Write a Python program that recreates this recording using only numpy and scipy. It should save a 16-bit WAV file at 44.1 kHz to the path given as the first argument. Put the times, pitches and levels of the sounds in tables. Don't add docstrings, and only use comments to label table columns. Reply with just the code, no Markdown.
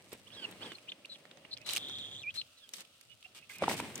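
import sys
import numpy as np
from scipy import signal
from scipy.fft import rfft, irfft
from scipy.io import wavfile
from scipy.ndimage import map_coordinates

SR = 44100
rng = np.random.default_rng(int(sys.argv[2]) if len(sys.argv) > 2 else 0)


def pcm_store(signal):
    levels = np.round(np.clip(np.atleast_2d(signal), -1, 1) * 32767)
    wavfile.write(sys.argv[1], SR, levels.astype(np.int16).T)


N = 176400
T = np.arange(N) / SR

# frequency in Hz, relative level in dB.
LEAF_SPECTRUM = [(180, -25), (300, -5.5), (856, -7), (1280, -3), (1430, -6.5), (3130, -0.5), (5520, -6.5),
                 (7320, -10), (8090, -5.5), (11900, -19.5), (13800, -15.5), (16000, -32)]
RUB_SPECTRUM = [(50, -29), (110, -7), (170, 2.5), (330, 0.5), (480, -3), (650, -5.5), (1000, -9),
                (1400, -13), (2000, -9), (2800, -11), (4500, -19.5), (7000, -26.5), (8700, -18.5),
                (11000, -36.5), (15000, -34)]


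def undb(db):
    return 10 ** (np.asarray(db) / 20)


def unit(x):
    return x / np.sqrt(np.mean(x ** 2) + 1e-20)


def curve(rows, column=1):
    rows = np.array(rows)
    return np.interp(T, rows[:, 0], rows[:, column])


def gate(t, start, end, attack_s, decay_s):
    return np.clip((t - start) / attack_s, 0, 1) * np.exp(-np.maximum(t - end, 0) / decay_s)


def wobble(hz, size=N):
    lowpass = signal.butter(2, hz, fs=SR, output="sos")
    return unit(signal.sosfilt(lowpass, rng.standard_normal(size + 2048))[2048:])


def pan(db):
    return unit(undb(np.array([[db], [-db]]) / 2))


def colour(x, spectrum, tilt_db=0):
    incoherent_hz = 2230
    size = x.shape[1]
    f = np.maximum(np.fft.rfftfreq(size, 1 / SR), 1)
    hz, db = np.array(spectrum).T
    shape_db = np.interp(np.log(f), np.log(hz), db) + tilt_db * np.log2(np.maximum(f, 700) / 4000)
    bass_rolloff = np.minimum(f / hz[0], 1) ** 2
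    mid, side = rfft(x) * undb(shape_db) * bass_rolloff
    side = side * np.clip(f / incoherent_hz, .18, 1)
    return irfft(np.array([mid + side, mid - side]), size)


def grains(per_s, spread_db, size=N):
    hit = rng.random(size) < per_s / SR
    strength = undb(spread_db * np.minimum(rng.exponential(size=size), 5))
    return hit * strength * rng.standard_normal((2, size))


def add(out, start, x):
    i = max(int(start * SR), 0)
    out[:, i:i + x.shape[1]] += x[:, :max(N - i, 0)]


def scatter(x, t60_s):
    t = T[:SR // 2]
    tail = rng.standard_normal((2, len(t))) * np.exp(-np.log(1000) * t / t60_s) * (t > .001)
    tail /= np.sqrt(np.sum(tail ** 2, axis=1, keepdims=True))
    return signal.fftconvolve(x, tail, axes=1)[:, :N]


def noise_band(hz, width_hz):
    b, a = signal.iirpeak(hz, hz / width_hz, fs=SR)
    noise = rng.standard_normal(N) + 0.78 * rng.standard_normal((2, N))
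    return unit(signal.lfilter(b, a, signal.lfilter(b, a, noise)))


def field():
    # frequency in Hz, relative level in dB.
    hiss_spectrum = [(24, -47), (50, -1), (117, -5), (162, -18), (273, -5), (397, -59), (600, -9),
                     (900, -20.5), (1310, -3), (1650, -15), (2100, -17), (2710, -1.5), (4130, -7.5),
                     (7340, -16.5), (8730, -14), (11800, -23.5), (15500, -20.5)]
    # time in seconds, level in dB.
    hiss_levels = [(0, -81), (.25, -68.5), (.6, -59), (.85, -66), (1.0, -69), (1.45, -67), (1.9, -61.5),
                   (2.3, -64), (2.9, -67), (3.18, -68.5), (3.6, -64)]
    drone_levels = [(0, -73), (.8, -69), (2.1, -67), (2.5, -79), (4, -77.5)]
    rumble_levels = [(0, -73), (.7, -66.5), (.85, -84), (1.3, -90), (1.55, -67.5), (2.1, -63.5), (2.4, -67),
                     (2.6, -90), (3.0, -89), (3.1, -66), (3.22, -83), (3.55, -73), (3.7, -55), (4, -63.5)]
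    hiss = unit(colour(rng.standard_normal((2, N)), hiss_spectrum))
    hiss *= undb(curve(hiss_levels) + 1.4 * wobble(hz=2.2))
    drone = noise_band(hz=568, width_hz=160) * undb(curve(drone_levels))
    rumble = noise_band(hz=109.7, width_hz=56) * undb(curve(rumble_levels))
    return hiss + drone + rumble


def rubbing():
    # time in seconds, relative level in dB.
    rub_levels = [(0, -59), (.11, -63), (.135, -47.5), (.17, -62), (.25, -62.5), (.45, -49), (.56, -54),
                  (.68, -48), (.78, -60.5), (1.0, -63.5), (1.3, -61.5), (1.6, -62.5), (1.72, -57.5),
                  (1.83, -52), (2.14, -58), (2.4, -69), (2.6, -80), (2.79, -59.5), (2.9, -72.5),
                  (3.25, -75), (3.38, -64.5), (3.46, -72.5), (3.59, -57), (3.63, -41), (3.665, -42.5),
                  (3.71, -33), (3.77, -44.5), (3.82, -41.5), (3.94, -49.5), (4, -43.5)]
    level_db = curve(rub_levels) - 2 + 1.2 * wobble(hz=26.5)
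    return undb(level_db) * unit(colour(grains(per_s=9000, spread_db=1.2), RUB_SPECTRUM))


def knocks():
    # start in seconds, level in dB, frequency in Hz, decay time in seconds.
    impacts = [(.1275, -41, 870, 0.0016), (0.129, -33, 420, 0.0022), (0.7187, -28.5, 1770, 0.00047),
               (3.259, -57, 732, 0.0095), (3.622, -18, 635, 0.0034), (3.627, -20.5, 527, 0.0031),
               (3.6364, -26, 1020, 0.002), (3.64, -22, 1180, 0.0018), (3.6798, -17.5, 900, 0.0027),
               (3.682, -14, 725, 0.00081), (3.695, -30, 564, 0.00255), (3.713, -20, 900, 0.0013),
               (3.74, -25, 693, 0.0006), (3.7975, -34, 952, 0.0068), (3.7998, -33, 1120, 0.0012),
               (3.8003, -27.5, 2400, 0.0019), (3.808, -37, 250, 0.0074), (3.824, -35.5, 320, 0.0059)]
    out = np.zeros((2, N))
    t = T[:SR // 20]
    for start, db, hz, decay_s in impacts:
        thud = undb(-16.5) * unit(colour(rng.standard_normal((2, len(t))), RUB_SPECTRUM))
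        mode = np.sin(2 * np.pi * hz * t)
        add(out, start, undb(db) * (mode + thud) * gate(t, 0, 0.00027, 0.00056, decay_s))
    return out


def grass():
    # time in seconds, relative level in dB.
    stirring = [(0, 5.5), (.25, 5), (.55, 0), (.8, 4), (.98, -14), (1.15, 6), (1.45, -24), (1.85, -14),
                (2.2, -3), (2.5, -1), (2.9, 2), (3.18, 3), (3.4, 0), (4, -23)]
    level_db = curve(stirring) - 71.5 + 0.85 * wobble(hz=37.5)
    ticks = colour(grains(per_s=760, spread_db=-4.5), LEAF_SPECTRUM, tilt_db=3.0)
    return undb(level_db) * unit(ticks)


def footsteps():
    # start and length in seconds, level in dB, tilt in dB per octave, pan in dB.
    steps = [(0.117, 0.021, -52, -1, -3), (0.607, 0.063, -53, -8, 5), (1.661, .12, -43, 0.5, -2),
             (2.34, 0.0335, -49.5, 1.5, -3), (2.733, 0.046, -50.5, 4, -2.5), (2.781, 0.04, -51, 1, -0.5),
             (3.347, 0.044, -53.5, 1, -0.5), (3.493, 0.071, -54, 5, -1.5), (3.633, 0.011, -32.5, -7.5, -2),
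             (3.688, 0.054, -40.5, 4, -0.5), (3.764, 0.039, -43.5, 3, -1), (3.815, 0.21, -61, 7, -13)]
    out = np.zeros((2, N))
    t = T[:SR // 3]
    for start, length, db, tilt_db, pan_db in steps:
        clicks = grains(per_s=5000, spread_db=1, size=len(t))
        crunch = unit(colour(clicks, LEAF_SPECTRUM, tilt_db))
        envelope = gate(t, 0, length, attack_s=0.0014, decay_s=0.0036)
        add(out, start, pan(pan_db) * undb(db) * crunch * envelope)
    return out


def snaps():
    # start in seconds, level in dB, tilt in dB per octave, pan in dB.
    fractures = [(0.13, -41, 15, -5), (0.512, -46.5, 15, -5), (0.524, -47, -8.5, 1), (0.719, -37, -4, -10),
                 (.784, -47.5, -2, -14), (1.056, -45, 3.5, 1), (1.253, -47, -4, -4),
                 (1.3123, -44.5, -4, -3), (1.45, -47, -12, -2), (1.372, -48.5, -7, -15),
                 (1.574, -44.5, -1, -8), (1.5825, -49, 1, 4), (1.615, -50.5, 4, -7), (1.69, -28.5, -1, -1),
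                 (1.695, -29.5, 1.5, -3), (1.708, -34, 3, 0.5), (1.716, -37.5, 7, -1), (1.734, -26, 8, -6),
                 (1.751, -34, 2.5, 18), (1.763, -24.5, 5, -2), (1.77, -24, 3.5, -2),
                 (1.778, -29.5, 3.5, -5), (1.885, -44.5, 6.5, -10), (1.896, -42.5, -5, 2),
                 (1.985, -41, 1, -3), (2.691, -45, 8, -2), (2.737, -32, 2, 1.5), (2.742, -37.5, 2, 20),
                 (2.806, -42.5, 10, -4), (2.85, -51.5, 2.5, -18), (3.011, -47, 5, -6),
                 (3.227, -48, 2.5, -1), (3.584, -43.5, 13, -2), (3.6955, -27, -5, -2),
                 (3.714, -33, -12, -1), (3.80, -31, -11, -2.5), (3.956, -32, 7, 2.5), (3.978, -39, 5, 2)]
    out = np.zeros((2, N))
    t = T[:SR // 20]
    for start, db, tilt_db, pan_db in fractures:
        burst = rng.standard_normal((2, len(t)))
        ring_hz = 4120 * 2 ** (0.53 * rng.uniform(-2.37, 1.37))
        ring = signal.lfilter(*signal.iirpeak(ring_hz, Q=6.3, fs=SR), burst)
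        crack = unit(colour(burst + undb(12.5) * ring, LEAF_SPECTRUM, tilt_db))
        envelope = gate(t, 0, 0.00068, attack_s=0.0004, decay_s=.0024)
        add(out, start, pan(pan_db) * undb(db) * crack * envelope)
    return out


def syrinx(hz, roughness, partials):
    pitch_flutter = 1 + 0.052 * roughness * wobble(hz=590, size=len(hz))
    phase = 2 * np.pi * np.cumsum(hz * pitch_flutter) / SR
    strength = unit(1 + 1.43 * roughness * wobble(hz=410, size=len(hz)))
    return strength * sum(undb(db) * np.sin(multiple * phase) for multiple, db in partials)


def held_note(contour, roughness, partials):
    amplitude = np.sqrt(2) * undb(curve(contour, column=2))
    envelope = gate(T, contour[0][0], contour[-1][0], attack_s=0.0035, decay_s=0.00067)
    return syrinx(curve(contour), roughness, partials) * amplitude * envelope


def peeps():
    # time in seconds, second partial in Hz, relative level in dB.
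    contours = [
        [(.315, 2860, -56), (.349, 4040, -55), (.368, 3344, -57.5), (.40, 3200, -48), (.414, 3146, -56),
         (.428, 3050, -46.5), (.447, 2872, -44), (.462, 2540, -64)],
        [(.608, 2735, -50.5), (.632, 3200, -45.5), (.646, 3964, -58), (.66, 3250, -51.5), (.69, 3140, -59.5),
         (.715, 3050, -51), (.735, 2870, -55)],
        [(2.57, 4100, -60), (2.61, 3640, -69), (2.64, 3300, -58), (2.688, 3050, -77)],
        [(3.495, 2138, -50), (3.52, 1990, -56.5), (3.535, 2574, -57), (3.56, 2400, -52), (3.577, 2534, -61),
         (3.595, 2454, -56), (3.63, 2266, -50)],
    ]
    # multiple of the second partial's frequency, gain in dB.
    partials = [(.5, -14.5), (1, 2), (1.5, -10.5), (2, -34), (2.5, -23)]
    roughness = [.28, .42, .3, .55]
    return pan(db=-6) * sum(held_note(rows, rough, partials) for rows, rough in zip(contours, roughness))


def chirps():
    # start and length in seconds, first, middle and last pitch in Hz,
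    # relative level in dB, roughness from 0 to 1, pan in dB.
    notes = [ (0.265, 0.02, 2730, 3100, 3670, -53.5, 0, -10),
             (0.301, 0.0076, 3630, 2920, 2350, -53, 0.4, -6),
             (0.448, 0.0078, 2920, 2760, 2700, -33.5, 0, -6),
             (0.745, 0.021, 4160, 4250, 4250, -48, 0.25, 2),
             (0.873, 0.012, 2310, 2530, 2710, -55, 0.6, -15),
             (0.883, 0.013, 2630, 2990, 3200, -39.5, 0.35, 7),
             (0.889, 0.018, 3070, 3610, 4100, -45, 0.7, 1),
             (0.917, 0.0087, 3480, 2990, 2700, -37, 0.44, -5),
             (1.047, 0.009, 2220, 2750, 3230, -43.5, 0.12, -6),
             (1.089, 0.067, 4101, 3956, 3760, -47, 0.38, 3),
             (1.145, 0.021, 3510, 3200, 2544, -52, 0.97, -7),
             (1.445, 0.0136, 2140, 2800, 3150, -52, 0.4, -4),
             (1.507, 0.047, 4250, 4187, 4500, -44.5, 0.9, 1),
             (1.526, 0.021, 4064, 4063, 4110, -40.5, 0, 11),
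             (1.565, 0.011, 3920, 2970, 2130, -48.5, 0.6, -5),
             (1.593, 0.052, 2520, 2560, 2700, -57.5, 0.7, -5),
             (1.64, 0.15, 4065, 3960, 3815, -43.5, 0.54, 13),
             (2.298, 0.0152, 2680, 3140, 3520, -45, 0.56, 1), (2.35, 0.018, 3935, 3950, 4200, -46, 0.46, 7),
             (2.361, 0.052, 4310, 4104, 4210, -38.5, 0.27, 6), (2.4, 0.026, 4550, 4220, 3700, -47, 0.8, 1),
             (2.4133, 0.0053, 3250, 2950, 2610, -36, 0.28, -1),
             (3.089, 0.0568, 2870, 2920, 2980, -55.5, 0.37, -11),
             (3.241, 0.03, 2590, 2754, 2780, -48, 0.25, -10),
             (3.352, 0.065, 2865, 2760, 2697, -58, 0.84, -9.5),
             (3.408, 0.052, 2480, 2610, 2650, -58.5, 0.53, -10)]
    out = np.zeros((2, N))
    for start, length, first, middle, last, db, roughness, pan_db in notes:
        progress = np.linspace(0, 1, int(length * SR))
        hz = np.polyval(np.polyfit([0, .5, 1], [first, middle, last], 2), progress)
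        swell = np.abs(np.sin(np.pi * progress)) ** 1.15
        voice = syrinx(hz, roughness, partials=[(1, 0.5), (2, -24.5)])
        add(out, start, pan(pan_db) * np.sqrt(2) * undb(db) * swell * voice)
    return out


def ground_reflection(voice):
    # delay in seconds, gain in dB.
    echoes = [(.0025, -2), (.00248, -5)]
    sway_s = .00003 * wobble(hz=25)
    return np.array([voice + undb(db) * np.interp(T - lag - sway_s, T, voice) for lag, db in echoes])


def trill():
    # time in seconds, carrier frequency in Hz, relative level in dB, pan in dB.
    contour = [(1.785, 3520, -52, 1), (1.823, 3560, -46, 1), (1.91, 3480, -44.5, 0),
               (1.99, 3500, -45.5, -1), (2.04, 3420, -45, -4), (2.089, 3370, -49, -3),
               (2.105, 3420, -56, -3), (2.115, 3450, -49, -1), (2.165, 3470, -47, -2),
               (2.195, 3580, -50, -3), (2.208, 3750, -54, -2), (2.226, 3280, -49, 1), (2.235, 2850, -53, 1)]
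    pulse_hz, slowing_hz_per_s, sharpness, uneven_db = 148.2, 40.7, 9, 0.6
    jitter_hz, slip_rad, throat_hz = 140, 1.3, (3000, 4500)
    octave_db, rise_db_per_s = -28, 33
    start, end = contour[0][0], contour[-1][0]
    age = np.clip(T - start, 0, end - start)
    cycles = np.cumsum((pulse_hz - slowing_hz_per_s * age) * (1 + 0.031 * wobble(hz=69))) / SR
    slip, strength = rng.standard_normal((N // 100, 2))[cycles.astype(int)].T
    pips = np.abs(np.sin(np.pi * cycles)) ** sharpness * undb(uneven_db * strength)
    carrier_hz = curve(contour) + jitter_hz * wobble(hz=162)
    phase = 2 * np.pi * np.cumsum(carrier_hz) / SR + slip_rad * slip
    throat = signal.butter(2, throat_hz, "band", fs=SR, output="sos")
    octave = undb(octave_db + rise_db_per_s * age) * wobble(hz=357) * np.sin(2 * phase)
    voice = signal.sosfilt(throat, pips * np.sin(phase)) + pips * octave
    voice *= undb(curve(contour, column=2) + 9.5) * gate(T, start, end, attack_s=0.0016, decay_s=.003)
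    balance = undb(np.array([[.5], [-.5]]) * curve(contour, column=3))
    return ground_reflection(voice) * balance


def whistle():
    # time in seconds, pitch in Hz, relative level in dB.
    contour = [(2.229, 3050, -59), (2.24, 2430, -41), (2.256, 2313, -47), (2.27, 2387, -36.5),
               (2.283, 2443, -35.5), (2.297, 2522, -35), (2.305, 2620, -55)]
    # harmonic number, gain in dB.
    partials = [(1, -1), (2, -42)]
    return pan(db=-4.0) * held_note(contour, roughness=0.04, partials=partials)


def birds():
    right_delay_s = .00008
    left, right = chirps() + trill() + peeps()
    calls = np.array([left, map_coordinates(right, [(T - right_delay_s) * SR], mode="nearest")])
    return calls + undb(-7) * scatter(calls, t60_s=0.042) + whistle()


def scene():
    rustle = grass() + footsteps() + snaps() + rubbing() + knocks()
    return birds() + rustle + undb(-19) * scatter(rustle, t60_s=.25) + field()


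def record(dry):
    low_hz, top_hz = 62, 16000
    highpass = signal.butter(4, low_hz, "high", fs=SR, output="sos")
    lowpass = signal.ellip(8, .2, 70, top_hz, fs=SR, output="sos")
    return signal.sosfilt(lowpass, signal.sosfilt(highpass, dry))


dry = scene()
out = record(dry)
pcm_store(out)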